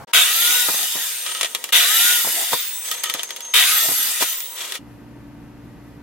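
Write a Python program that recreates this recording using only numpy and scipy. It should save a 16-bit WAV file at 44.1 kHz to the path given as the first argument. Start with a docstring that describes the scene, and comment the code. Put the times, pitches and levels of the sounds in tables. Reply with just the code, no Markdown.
"""A miter saw close by cuts plastic pipe three times in a small workshop: the motor jolts on, whines up to
speed, sags in the pipe and is braked. Filtered noise and tones follow the rotor; waves on the commutator's
rim squeal as it stops. Short noise bursts strike resonances for the arm thumping home and the pipe clattering
as it is moved along. Shop air is coloured noise; abruptly, a quiet bench with a low hum of steady tones follows."""
import sys
import numpy as np
from scipy import signal
from scipy.fft import rfft, irfft, next_fast_len
from scipy.io import wavfile
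from scipy.ndimage import uniform_filter1d, map_coordinates

SR = 44100
rng = np.random.default_rng(int(sys.argv[2]) if len(sys.argv) > 2 else 0)


def to_wav(sig):
    """Store sig (one row per channel, or 1-D mono) as 16-bit WAV at the path in sys.argv[1].

    Samples outside -1..1 are clipped; the rate is SR.
    """
    pcm = np.clip(np.atleast_2d(sig), -1, 1) * 32767
    pcm = np.round(pcm).astype(np.int16)
    wavfile.write(sys.argv[1], SR, pcm.T)  # frames by channels


N = 265526
TIME = np.arange(N) / SR
SIZE = next_fast_len(N, True)
FREQS = np.maximum(np.arange(SIZE // 2 + 1) * SR / SIZE, 1)

# stages of each cut: (switched on [s], teeth enter [s], teeth leave [s], brake [s], end [s],
# lift of the commutator whine [dB])
CUT_STAGES = [(0.132, .645, .857, 1.03, 1.706, 3), (1.722, 2.175, 2.44, 2.555, 3.532, 5),
              (3.536, 3.82, 4.125, 4.27, 4.779, 11)]
# how each cut is pushed: (share of speed lost in the pipe [1], time to the deepest sag [s],
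# free-running level [dB], fade after braking [dB/s])
CUT_PUSHES = [(.145, .32, -1, 26.5), (.142, .33, 1, 52.5), (0.12, .33, 0, 74)]
TOP_SPEED_HZ, SPIN_UP_S, SPIN_UP_SHAPE = 354, .094, .69   # turns per s; a quick start, a long approach
SAG_LEAD_S, SAG_SHAPE = .115, 3.0   # the rotor feels the pipe just before the teeth are in
BRAKE_S = .15   # time constant of the braked rotor


def rotor_speed():
    """Rotor dynamics: torque against inertia spins it up, the pipe's load makes it sag, the brake slows it."""
    speed = np.zeros(N)
    for (on, enter, _, brake, _, _), (sag, deepest_s, _, _) in zip(CUT_STAGES, CUT_PUSHES):
        now = TIME[TIME >= on]
        powered = np.minimum(now, brake)
        free = TOP_SPEED_HZ * (1 - np.exp(-((powered - on) / SPIN_UP_S) ** SPIN_UP_SHAPE))
        depth = np.maximum(powered - enter + SAG_LEAD_S, 0) / deepest_s
        load = (depth * np.exp(1 - depth)) ** SAG_SHAPE
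        braking = np.exp(-(now - powered) / BRAKE_S)
        speed[TIME >= on] = free * (1 - sag * load) * braking
    return speed


def motor(speed):
    """Superposition: broadband roar, with the tones of iron, gears, blade and commutator on top."""
    rasp, hiss = effort(speed, index=0), effort(speed, index=1)
    entered = sum(gate(enter - .04, end - .1, 0.15) for _, enter, _, _, end, _ in CUT_STAGES)
    roar = motor_roar(speed, rasp, hiss)
    tones = gear_tones(speed, hiss, entered) + commutator_whine(speed, hiss, entered)
    return roar + coil_hum(rasp) + tones


# noise of the motor: (frequency [Hz], density [dB per Hz])
RUMBLE_SPECTRUM = [(30, -70), (60, -52.5), (130, -29.5), (200, -5), (300, -8.5), (480, 2.5), (800, -3.5),
                   (1100, -10.5), (1800, -6.5)]
RASP_SPECTRUM = [(40, -89.5), (100, -69.5), (500, -29), (900, -18.5), (1300, -9), (1900, -2.5), (2800, 2.5),
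                 (3700, 7.5), (4300, -14.5), (6000, -33), (12000, -34.5)]
# bright noise of air, brushes and teeth, also that of sharp ticks: (frequency [Hz], density [dB per Hz])
HISS_SPECTRUM = [(40, -87), (100, -60.5), (400, -35), (1000, -17.5), (2500, -10), (4500, -0.5), (6500, 1.5),
                 (8500, 2), (10500, 1), (12300, 3), (14000, -0.5), (16000, -1.5)]
# teeth chewing the pipe: (frequency [Hz], density [dB per Hz])
CHEW_SPECTRUM = [(40, -45), (90, -27), (150, -1.5), (250, 11), (700, 16), (1500, 9.5), (4000, -27.5)]
# steady whirr under each cut, from switch-on to its end, left bare as the blade runs out: (frequency [Hz],
# density [dB per Hz])
COAST_SPECTRUM = [(40, -62), (150, -34), (450, -7.5), (1400, -6), (2000, 0), (2500, -3.5), (3400, 3.5),
                  (4600, -6), (7000, 1), (11500, -7.5), (13000, -13.5), (15000, -32)]
# resonances of the saw's housing: (frequency [Hz], width [Hz], lift [dB])
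HOUSING_MODES = [(496, 23, 6.5), (687, 66, 6.5), (955, 40, 5.5), (1250, 37, 8), (1500, 96, 2.5),
                 (1937, 120, 6), (2268, 78, 1.5), (2320, 29, -1), (2814, 96, 3.5), (3115, 48, 4),
                 (3430, 120, 3), (3624, 90, 0.5), (4660, 62, 3), (6800, 350, 1), (9760, 332, 2)]
# hollows in the motor's sound: (frequency [Hz], width [Hz], lift [dB])
MOTOR_HOLLOWS = [(384, 89, -13.5), (590, 88, -9), (845, 59, -14), (1132, 94, -3.5), (4396, 43, -4),
                 (4500, 55, -3.5)]


def motor_roar(speed, rasp, hiss):
    """Source and filter: noise pulsing with the rotor excites the resonant housing."""
    grind = grinding(speed)
    peaks_and_hollows = HOUSING_MODES + MOTOR_HOLLOWS
    running = sum(gate(on, end, 0.0045) for on, _, _, _, end, _ in CUT_STAGES)
    chewing = sum(gate(enter, leave, 0.011) for _, enter, leave, _, _, _ in CUT_STAGES)
    rumble_noise = chatter(white(), speed, depth=.3, grain_db=2.0, grain_rate=72)
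    rasp_noise = chatter(grind, speed, depth=0.31, grain_db=0.45, grain_rate=250)
    hiss_noise = chatter(grind, speed, depth=0.11, grain_db=0.56, grain_rate=590)
    out = rasp * from_db(-16.5) * colour(rumble_noise, RUMBLE_SPECTRUM, peaks_and_hollows)
    out += rasp * from_db(1.5) * colour(rasp_noise, RASP_SPECTRUM, peaks_and_hollows)
    out += hiss * from_db(1.02) * colour(hiss_noise, HISS_SPECTRUM, peaks_and_hollows)
    # teeth chewing the pipe shake it against the fence
    chew_noise = chatter(white(), speed, depth=0.16, grain_db=1.5, grain_rate=150)
    out += chewing * from_db(-43) * colour(chew_noise, CHEW_SPECTRUM)
    out += running * from_db(-43) * colour(white(), COAST_SPECTRUM, HOUSING_MODES)
    return swing(out)


# hum of the motor, strongest as it starts: (frequency [Hz], level relative to the rasp [dB])
COIL_TONES = [(480, -27.5), (725, -26.5), (958, -25.5), (1435, -20.5), (1915, -20), (2395, -18),
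              (3630, -16.5)]


def coil_hum(rasp):
    """Magnetic force: the motor's iron hums on multiples of the mains, most under the starting current."""
    return rasp * sum(from_db(db) * tone(hz, waver=0.99, flutter=30) for hz, db in COIL_TONES)


# tones of gears and blade: (multiple of rotor speed [1], level before the pipe [dB], level after [dB],
# power of the speed they grow with [1]); levels are relative to the hiss
GEAR_ORDERS = [(.98, -29.5, -33, 3.7), (1.85, -32, -38.5, 3), (2.45, -27, -32, 4), (2.9, -26.5, -29, 1.0),
               (4.44, -9, -21, 3.7), (7.3, -23.5, -40, 3), (9.4, -24, -27, 4), (10.3, -24.5, -25, 5),
               (11.45, -12.5, -17, 1.3)]
HOUSING_SHARE = 0.53   # share of the housing's lift that a tone gets as it sweeps through
MAIN_WHINE = 4   # row of the steadier main whine


def gear_tones(speed, hiss, entered):
    """Order tones: pitches locked to the rotor rise out of the roar as it gains speed, and sink with it."""
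    out = np.zeros((2, N))
    housing_db = lift_db(FREQS, HOUSING_MODES)
    for k, (multiple, before_db, after_db, growth) in enumerate(GEAR_ORDERS):
        hz = multiple * speed
        db = before_db + entered * (after_db - before_db) + HOUSING_SHARE * np.interp(hz, FREQS, housing_db)
        waver = .45 if k == MAIN_WHINE else 1.6
        strength = hiss * ((speed + 1) / TOP_SPEED_HZ) ** growth * from_db(db)
        out += strength * tone(hz, waver, flutter=55)
    return out


# tones of the commutator: (multiple of rotor speed [1], level before the pipe [dB], level after [dB]),
# relative to the hiss
COMMUTATOR_ORDERS = [(38.3, -23, -12.5), (40.1, -13, -22)]
# resonance that the commutator sweeps through: (frequency [Hz], lift [dB])
COMMUTATOR_RESONANCE = [(10300, -14.5), (11200, -1), (11700, 1), (12300, 7), (12900, 2), (13250, -16.5)]


def commutator_whine(speed, hiss, entered):
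    """Resonance: the whine sings out while it sweeps through the response near 12 kHz."""
    out = np.zeros((2, N))
    sparking = sum(from_db(db) * gate(on, leave - .09, 0.086) for on, _, leave, _, _, db in CUT_STAGES)
    for multiple, before_db, after_db in COMMUTATOR_ORDERS:
        hz = multiple * speed
        ring_db = np.interp(hz, *np.transpose(COMMUTATOR_RESONANCE))
        db = before_db + entered * (after_db - before_db) + ring_db
        out += sparking * hiss * from_db(db) * tone(hz, waver=.9, flutter=190)
    return out


# loudness at each stage of a cut: (gear rasp [dB], hiss of air, brushes and teeth [dB])
FREE_DB = (-20.5, -16.5)
IN_PIPE_DB = (-30.5, -23)
THROUGH_DB = (-31.5, -26)
FREE_GROWTH = 2.74   # the free-running roar grows as this power of the speed
ENTER_S, LEAVE_S = 0.16, 0.015   # time the teeth take to get in and out
FADE_DELAY_S = 0.013   # the roar begins to fade just after the brake bites


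def effort(speed, index):
    """Power summation: jolt plus free run, cutting and braked fade, for the rasp (index 0) or hiss (1)."""
    free_db = FREE_DB[index] + FREE_GROWTH * 20 * np.log10((speed + 1) / TOP_SPEED_HZ)
    power = jolt(index) ** 2
    for (on, enter, leave, brake, end, _), (_, _, level_db, fade) in zip(CUT_STAGES, CUT_PUSHES):
        entered = ramp(enter, ENTER_S)
        cutting_db = IN_PIPE_DB[index] + ramp(leave, LEAVE_S) * (THROUGH_DB[index] - IN_PIPE_DB[index])
        db = (1 - entered) * (free_db + level_db) + entered * cutting_db
        db -= fade * np.maximum(TIME - brake - FADE_DELAY_S, 0)
        power += gate(on, end, 0.0041) * from_db(db) ** 2
    return np.sqrt(power)


# starting jolt: (rasp, hiss), level [dB] and fall [dB/s]
JOLT_DB, JOLT_FALL_DB_PER_S = (-13.5, -16.5), (100, 61)
JOLT_HOLD_S = 0.046


def jolt(index):
    """Starting transient: abrupt attack, hold and exponential decay, for the rasp (index 0) or hiss (1)."""
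    out = np.zeros(N)
    for on, _, _, _, end, _ in CUT_STAGES:
        fallen_db = JOLT_FALL_DB_PER_S[index] * np.maximum(TIME - on - JOLT_HOLD_S, 0)
        out += gate(on, end, 0.0044) * from_db(JOLT_DB[index] - fallen_db)
    return out


# rush of the brushes: (multiple of rotor speed [1], width in multiples [1], lift [dB])
BRUSH_RUSH = [(38, 1.55, 4)]
GRIND_SHARE = .45   # share of the noise power that is locked to the rotor
GRIND_PEAKS_DB, GRIND_PEAKS_PER_ORDER = 3.5, 8   # unevenness of that part


def grinding(speed):
    """Frequency scaling: part of the gear, fan and brush noise holds rough partials gliding with the rotor."""
    orders = FREQS / TOP_SPEED_HZ
    places = [orders * GRIND_PEAKS_PER_ORDER]
    peaks = GRIND_PEAKS_DB * map_coordinates(rng.standard_normal(512), places, order=1)
    gain = rms_one(from_db(peaks + lift_db(orders, BRUSH_RUSH)))
    at_top_speed = irfft(rfft(white(), SIZE) * gain, SIZE)
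    # reading the noise at the rotor's pace shifts all its partials together
    pace = speed / TOP_SPEED_HZ
    gliding = np.sqrt(pace) * [map_coordinates(side, [np.cumsum(pace)], order=2) for side in at_top_speed]
    return np.sqrt(GRIND_SHARE) * gliding + np.sqrt(1 - GRIND_SHARE) * white()


def chatter(noise, speed, depth, grain_db, grain_rate):
    """Amplitude modulation: noise pulses once a turn and is roughened by uneven tooth contacts."""
    pulse = 1 + depth * np.cos(2 * np.pi * np.cumsum(speed) / SR)
    return noise * rms_one(pulse * from_db(grain_db * drift(grain_rate)))


# depth of the shifts in the roar's colour: (frequency [Hz], depth [dB])
SWING_DEPTHS = [(150, 2), (400, 4.5), (1100, 4), (2000, 2.3), (16000, 2)]
SWING_WIDTH_HZ, SWING_PER_S = 150, 13   # grid of the shifts


def swing(x, size=1024):
    """Random colouring: slow shifts of colour open and close hollows in the roar."""
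    hz, s, frames = signal.stft(np.float32(x), SR, nperseg=size)
    places = np.meshgrid(hz / SWING_WIDTH_HZ, s * SWING_PER_S, indexing="ij")
    shifts = rms_one(map_coordinates(rng.standard_normal((256, 128)), places, order=1))
    gain = from_db(np.interp(hz, *np.transpose(SWING_DEPTHS))[:, None] * shifts)
    gain = gain / np.sqrt(np.mean(gain ** 2, axis=1, keepdims=True))
    return signal.istft(frames * gain, SR, nperseg=size)[1][:, :N]


# waves running round the commutator's rim: (frequency at rest [Hz], waves round the rim, negative if
# backward [1], delay after braking [s], hold after braking [s])
RIM_MODES = [(6360, -4, .15, .4), (8080, -2, .16, .42), (8800, -2, 0, .33), (8800, 2, .06, .3),
             (13030, -4, .02, .42), (13080, 4, 0, .04), (13130, 4, .14, .42), (16050, -4, 0, .17)]
# strength of each of those waves: (first stop [dB], second stop [dB], third stop [dB])
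RIM_LEVELS = [(-43, -41.5, -47), (-62, -34.5, -46), (-34.5, -39.5, -50), (-35.5, -40, -45),
              (-57, -42.5, -45), (-44, -35, -28), (-60, -49, -50), (-60, -30, -34)]
RIM_ATTACK_S, RIM_FALL_DB_PER_S = 0.032, 70   # the ringing lasts while the rotor still turns
# squeal of the brushes as the rotor creeps to rest: (start [s], end [s], level [dB], waver 0-1 [1])
BRUSH_SQUEALS = [(2.85, 3.382, -38.5, .9), (3.413, 3.54, -34.5, 0.15)]


def brake_squeal(speed):
    """Doppler splitting: forward and backward rim waves close in on their resting pitch as the rotor slows."""
    out = np.zeros((2, N))
    for (hz, waves, delay, hold), levels in zip(RIM_MODES, RIM_LEVELS):
        strength = np.zeros(N)
        for db, (_, _, _, brake, end, _) in zip(levels, CUT_STAGES):
            fallen_db = RIM_FALL_DB_PER_S * np.maximum(TIME - brake - hold, 0)
            ringing = gate(brake + delay, end - RIM_ATTACK_S, RIM_ATTACK_S)
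            strength += ringing * from_db(db - fallen_db)
        out += strength * tone(hz + waves * speed, waver=1.16, flutter=140)
    for start, end, db, waver in BRUSH_SQUEALS:
        out += gate(start, end, 0.011) * from_db(db) * tone(6375, waver, flutter=130)
    return out


# pipe clacking on table and fence: (time [s], level [dB], treble share [dB], ring share [dB])
PIPE_CLACKS = [(1.2636, -11.5, -7.5, -11), (1.291, -19.5, -7.5, -10), (1.3497, -12.5, -8, -5.5),
               (1.411, -3, -9.5, -18.5), (1.431, -3.5, -6.5, -14), (1.446, -5, -11, -12.5),
               (1.457, -12.5, -11.5, -11), (1.549, -6, -0.5, -20.5), (1.6409, -9.5, 1.5, -24),
               (1.6902, -18, -5.5, -11), (2.9141, -15, 9, -3), (3.036, -12.5, 6.5, -15),
               (3.0396, -7, 1, -16), (3.0576, -16.5, -1, -8.5), (3.074, -22, -2, -8.5),
               (3.092, -21.5, -1.5, -12.5), (3.098, -8.5, 2, -8.5), (3.1391, -8, 1, -22),
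               (3.149, -14, -14, -16), (3.172, -23, -7.5, -7.5), (3.1938, -14.5, -8, -4.5),
               (3.2324, -13.5, 7.5, -22), (3.2915, -22.5, -4.5, -14), (3.306, -12.5, -3, -19),
               (3.362, -17, -1, -20.5), (3.366, -20.5, 0, -21.5), (3.406, -18.5, 1.5, -19),
               (3.45, -24.5, -0.5, -16), (4.328, -23.5, -6, -0.5), (4.404, -21, 8.5, -14),
               (4.722, -13, 0, -18), (4.7546, -17.5, -3, -16)]
# body of a clack: (frequency [Hz], density [dB per Hz])
CLACK_SPECTRUM = [(40, -39), (150, -26), (450, -5), (900, -4), (1500, -0.5), (3400, 6.5), (4600, -1),
                  (7000, -1.5), (11000, -7), (16000, -32)]
# ring of the pipe: (frequency [Hz], density [dB per Hz])
PIPE_SPECTRUM = [(300, -23), (1200, -6.5), (3000, 2.5), (4200, -0.5), (9000, -19.5)]
# modes of the pipe: (frequency [Hz], width [Hz], lift [dB])
PIPE_RESONANCES = [(1249, 140, 24), (1874, 100, 19), (2812, 50, 10.5), (3093, 164, 16), (3560, 160, 17)]
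PIPE_CONTACT_S = .015   # decay of the drive: a clack drives the pipe only briefly; its modes ring on


def pipe_clatter():
    """Impact excitation: sharp clacks and sliding friction set the pipe's modes ringing."""
    rub, swish, hoot = slides()
    cracks = np.zeros((2, N))   # first instant of contact
    for s, db, _, _ in PIPE_CLACKS:
        cracks[0, int(s * SR)] = from_db(db + 1.5)
    clack_rows = [(s, db - 12, .03) for s, db, _, _ in PIPE_CLACKS]
    tick_rows = [(s, db + treble_db - 8.5, .012) for s, db, treble_db, _ in PIPE_CLACKS]
    ring_rows = [(s, db + ring_db + 1.5, PIPE_CONTACT_S) for s, db, _, ring_db in PIPE_CLACKS]
    clacks = bursts(clack_rows, tail_db=-8.5, tail_t60=0.11)
    ticks = bursts(tick_rows, tail_db=-22.5, tail_t60=0.18)
    rings = bursts(ring_rows, tail_db=-24, tail_t60=.2)
    body = colour(cracks + clacks + rub, CLACK_SPECTRUM, HOUSING_MODES)
    treble = colour(ticks + swish, HISS_SPECTRUM)
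    return body + treble + colour(rings + hoot, PIPE_SPECTRUM, PIPE_RESONANCES)


# pipe sliding on the table and guard sliding on the blade cover: (start [s], end [s], body [dB],
# treble [dB], pipe ring [dB])
FRICTION_SLIDES = [(1.23, 1.417, -36, -57, -40), (2.502, 2.524, -25, -17.5, -50),
                   (2.82, 2.925, -34.5, -32, -49), (2.92, 3.232, -38, -50, -50),
                   (3.042, 3.104, -54, -52, -37.5), (4.193, 4.222, -19, -17.5, -54),
                   (4.546, 4.757, -32.5, -40.5, -59)]


def slides():
    """Dry friction: uneven noise, as body, treble and what it feeds into the pipe's ring."""
    grain = from_db(2.5 * drift(90))
    strengths = sum(np.outer(from_db(levels), gate(start, end, 0.034))
                    for start, end, *levels in FRICTION_SLIDES)
    return [strength * rms_one(grain * white()) for strength in strengths]


# arm, pipe and offcut knocking on the frame: (time [s], level [dB], decay by 60 dB [s])
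FRAME_KNOCKS = [(.686, -22, 0.091), (.74, -29, 0.069), (.95, -31.5, 0.21), (2.245, -26, 0.085),
                (2.268, -28.5, 0.14), (2.52, -26, 0.057), (2.531, -14, 0.051), (3.147, -29, 0.06),
                (3.885, -24.5, 0.1), (3.915, -28.5, 0.095), (4.208, -27, 0.1), (4.222, -16.5, 0.054)]
# sound of a knock: (frequency [Hz], density [dB per Hz])
KNOCK_SPECTRUM = [(40, -29), (100, -12.5), (300, -0.5), (550, -2.5), (1000, -1.5), (1700, -9),
                  (3000, -13.5), (8000, -28.5)]


def frame_knocks():
    """Impact excitation: dull decaying blows are coloured by the frame and the housing's resonances."""
    return colour(bursts(FRAME_KNOCKS, tail_db=-21.0, tail_t60=0.13), KNOCK_SPECTRUM, HOUSING_MODES)


# air of the shop: (frequency [Hz], density [dB per Hz])
SHOP_SPECTRUM = [(30, -25.5), (120, -15.5), (450, 6.5), (750, -1.5), (950, -3.5), (1400, -2.5),
                 (3500, -6.5), (8000, -16.5), (16000, -29.5)]


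def shop_air(saw):
    """Level-dependent gain: a brief burst of soft noise opens the sound; then air and a thin tone sink while
    the saw is loud."""
    opening_spectrum = [(40, -9), (150, 4.0), (400, -6.5), (800, 3.0), (1700, -7.5), (3000, -20), (15000, -27.5)]
    opening_burst = gate(-1, 0.041, 0.0093) * from_db(-39.0) * colour(white(), opening_spectrum)
    shop = from_db(-46) * colour(white(), SHOP_SPECTRUM) + from_db(-49.5) * tone(941, waver=0.6, flutter=19)
    saw_power = np.abs(uniform_filter1d(saw[0] ** 2, size=1500))
    shop /= np.sqrt(1 + saw_power / from_db(-33.0) ** 2)
    return opening_burst + gate(0.07, CUT_STAGES[-1][4], 0.0072) * shop


# air at the bench: (frequency [Hz], density [dB per Hz])
BENCH_SPECTRUM = [(18, -41), (30, -17.5), (113, -5), (200, -12), (288, -9.5), (320, -13.5), (511, -19),
                  (581, -23), (645, -21), (881, -21), (1270, -27), (1870, -29), (8250, -50.5), (13500, -46),
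                  (15000, -65)]
# mains and fan tones at the bench: (frequency [Hz], level [dB])
BENCH_HUM = [(59.2, -54), (118.4, -49.5), (231.5, -53.5), (290.7, -47), (360.7, -65), (586.8, -63),
             (877.5, -70), (915.2, -67.5)]
# room modes skew the hum: (frequency [Hz], phase by which left leads [rad])
HUM_LEADS = [(59, 0.1), (118, 0.027), (231, -0.27), (291, -0.08), (600, -0.85)]


def quiet_bench():
    """Superposition: steady mains and fan tones over soft noise, with a treble sizzle that comes and goes."""
    bench = from_db(-44.5) * colour(white(), BENCH_SPECTRUM)
    sizzle_spectrum = [(1000, -30), (5000, -3), (8500, -7), (12000, -0.5), (14000, -2), (15500, -20)]
    bench += from_db(-72.5 + 3.5 * drift(9)) * colour(white(), sizzle_spectrum)
    for hz, db in BENCH_HUM:
        lead = np.interp(hz, *np.transpose(HUM_LEADS))
        bench += from_db(db) * tone(hz, waver=0.087, flutter=9.1, lead=lead)
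    return gate(4.787, 7, 0.0053) * bench


# stereo likeness: (frequency [Hz], left-right correlation [1])
STEREO_LIKENESS = [(90, 1), (160, .65), (300, 0.76), (600, 0.73), (1100, 0.57), (2000, 0.89), (4000, 0.11),
                   (8000, .08), (13000, .2)]
# stereo balance: (frequency [Hz], left minus right [dB])
STEREO_BALANCE = [(100, 1), (250, 0.5), (500, 2), (1000, 1), (2000, 2), (4000, 1), (8000, 0), (13000, 1)]
LEFT_LAG_S, LAG_FADE_HZ = .00005, 3520   # sound reaches the left later; diffuse treble has no direction


def colour(x, spectrum, resonances=(), ripple_db=2.5):
    """Linear filtering: two unrelated signals become a stereo pair with spectrum, resonances and echo ripple."""
    # nearby echoes ripple the response
    ripple = ripple_db * map_coordinates(rng.standard_normal(1024), [FREQS / 40], order=1, mode="wrap")
    gain = from_db(in_freq(spectrum) + ripple + lift_db(FREQS, resonances))
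    alike = np.clip(in_freq(STEREO_LIKENESS), -.99, .99)
    pan = in_freq(STEREO_BALANCE) / 2
    mid, side = rfft(x, SIZE) * causal(rms_one(gain))
    side = side * np.sqrt((1 - alike) / (1 + alike))
    lag = LEFT_LAG_S / (1 + (FREQS / LAG_FADE_HZ) ** 2)
    left = (mid + side) * from_db(pan) * np.exp(-2j * np.pi * FREQS * lag)
    right = (mid - side) * from_db(-pan)
    return irfft(np.array([left, right]), SIZE)[:, :N]


def causal(gain):
    """Minimum phase: the folded cepstrum gives a filter that rings only after it is struck."""
    cepstrum = irfft(np.log(gain + 1e-9), SIZE)[:SIZE // 2]
    cepstrum[1:] *= 2
    return np.exp(rfft(cepstrum, SIZE))


def tone(hz, waver, flutter, lead=0):
    """Multipath: a unit-power tone whose strength and phase flutter differently at each side through echoes."""
    turn = 2 * np.pi * (np.cumsum(np.broadcast_to(hz, N)) / SR % 1)
    pair = []
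    for phase in np.float32([turn + lead, turn]):
        in_phase = (1 + waver * drift(flutter)) * np.cos(phase)
        pair.append(in_phase + waver * drift(flutter) * np.sin(phase))
    return rms_one(np.array(pair))


def bursts(rows, tail_db, tail_t60):
    """Exponential decay: noise of blows (time [s], level [dB], decay [s]), direct part and room tail."""
    power = np.zeros(N)
    for s, db, t60 in rows:
        at = int(s * SR)
        age = TIME[:min(SR // 2, N - at)]
        direct = from_db(-60 * age / t60) ** 2
        tail = from_db(tail_db - 60 * age / tail_t60) ** 2
        power[at:at + len(age)] += from_db(db) ** 2 * (direct + tail)
    return np.sqrt(power) * white()


def lift_db(hz, resonances):
    """Resonance: the summed lift of bell-shaped peaks at these frequencies."""
    return sum(db / (1 + (2 * (hz - centre) / width) ** 2) for centre, width, db in resonances)


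def in_freq(points):
    """Logarithmic pitch: a spectrum joined by straight lines on a log-frequency axis."""
    hz, value = np.transpose(points)
    return np.interp(np.log(FREQS), np.log(hz), value)


def drift(rate):
    """Slow random process: a smooth unit-power wander with about `rate` turns a second."""
    steps = rng.standard_normal(8192)
    wander = map_coordinates(steps, [TIME[::16] * rate], order=2, mode="wrap")
    return rms_one(wander).repeat(16)[:N]


def white():
    """White noise: two unrelated signals of equal power at all frequencies."""
    return rng.standard_normal((2, N))


def gate(start, end, edge):
    """Linear envelope: one between two times; the ramps begin at start and at end."""
    return np.clip((TIME - start) / edge, 0, 1) * np.clip((end - TIME) / edge + 1, 0, 1)


def ramp(middle, length):
    """Linear transition: from zero to one around a moment."""
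    return np.clip((TIME - middle) / length + .5, 0, 1)


def from_db(db):
    """Logarithmic level: decibels to amplitude gain."""
    return np.exp(np.asarray(db) * (np.log(10) / 20))


def rms_one(x):
    """Normalization: scale to unit mean power."""
    return x / np.sqrt(np.mean(x ** 2) + 1e-20)


def scene():
    """Superposition: the saw, its blows and the room add up."""
    speed = rotor_speed()
    saw = motor(speed) + brake_squeal(speed)
    blows = pipe_clatter() + frame_knocks()
    return saw + blows + shop_air(saw) + quiet_bench()


def record(dry):
    """Clipping and band limiting: peaks are held at full scale, then a steep low-pass cuts the top."""
    low_pass = signal.ellip(12, .1, 75, 15880, fs=SR, output="sos")
    return signal.sosfilt(low_pass, np.clip(dry, -1, 1))


dry = scene()
out = record(dry)
to_wav(out)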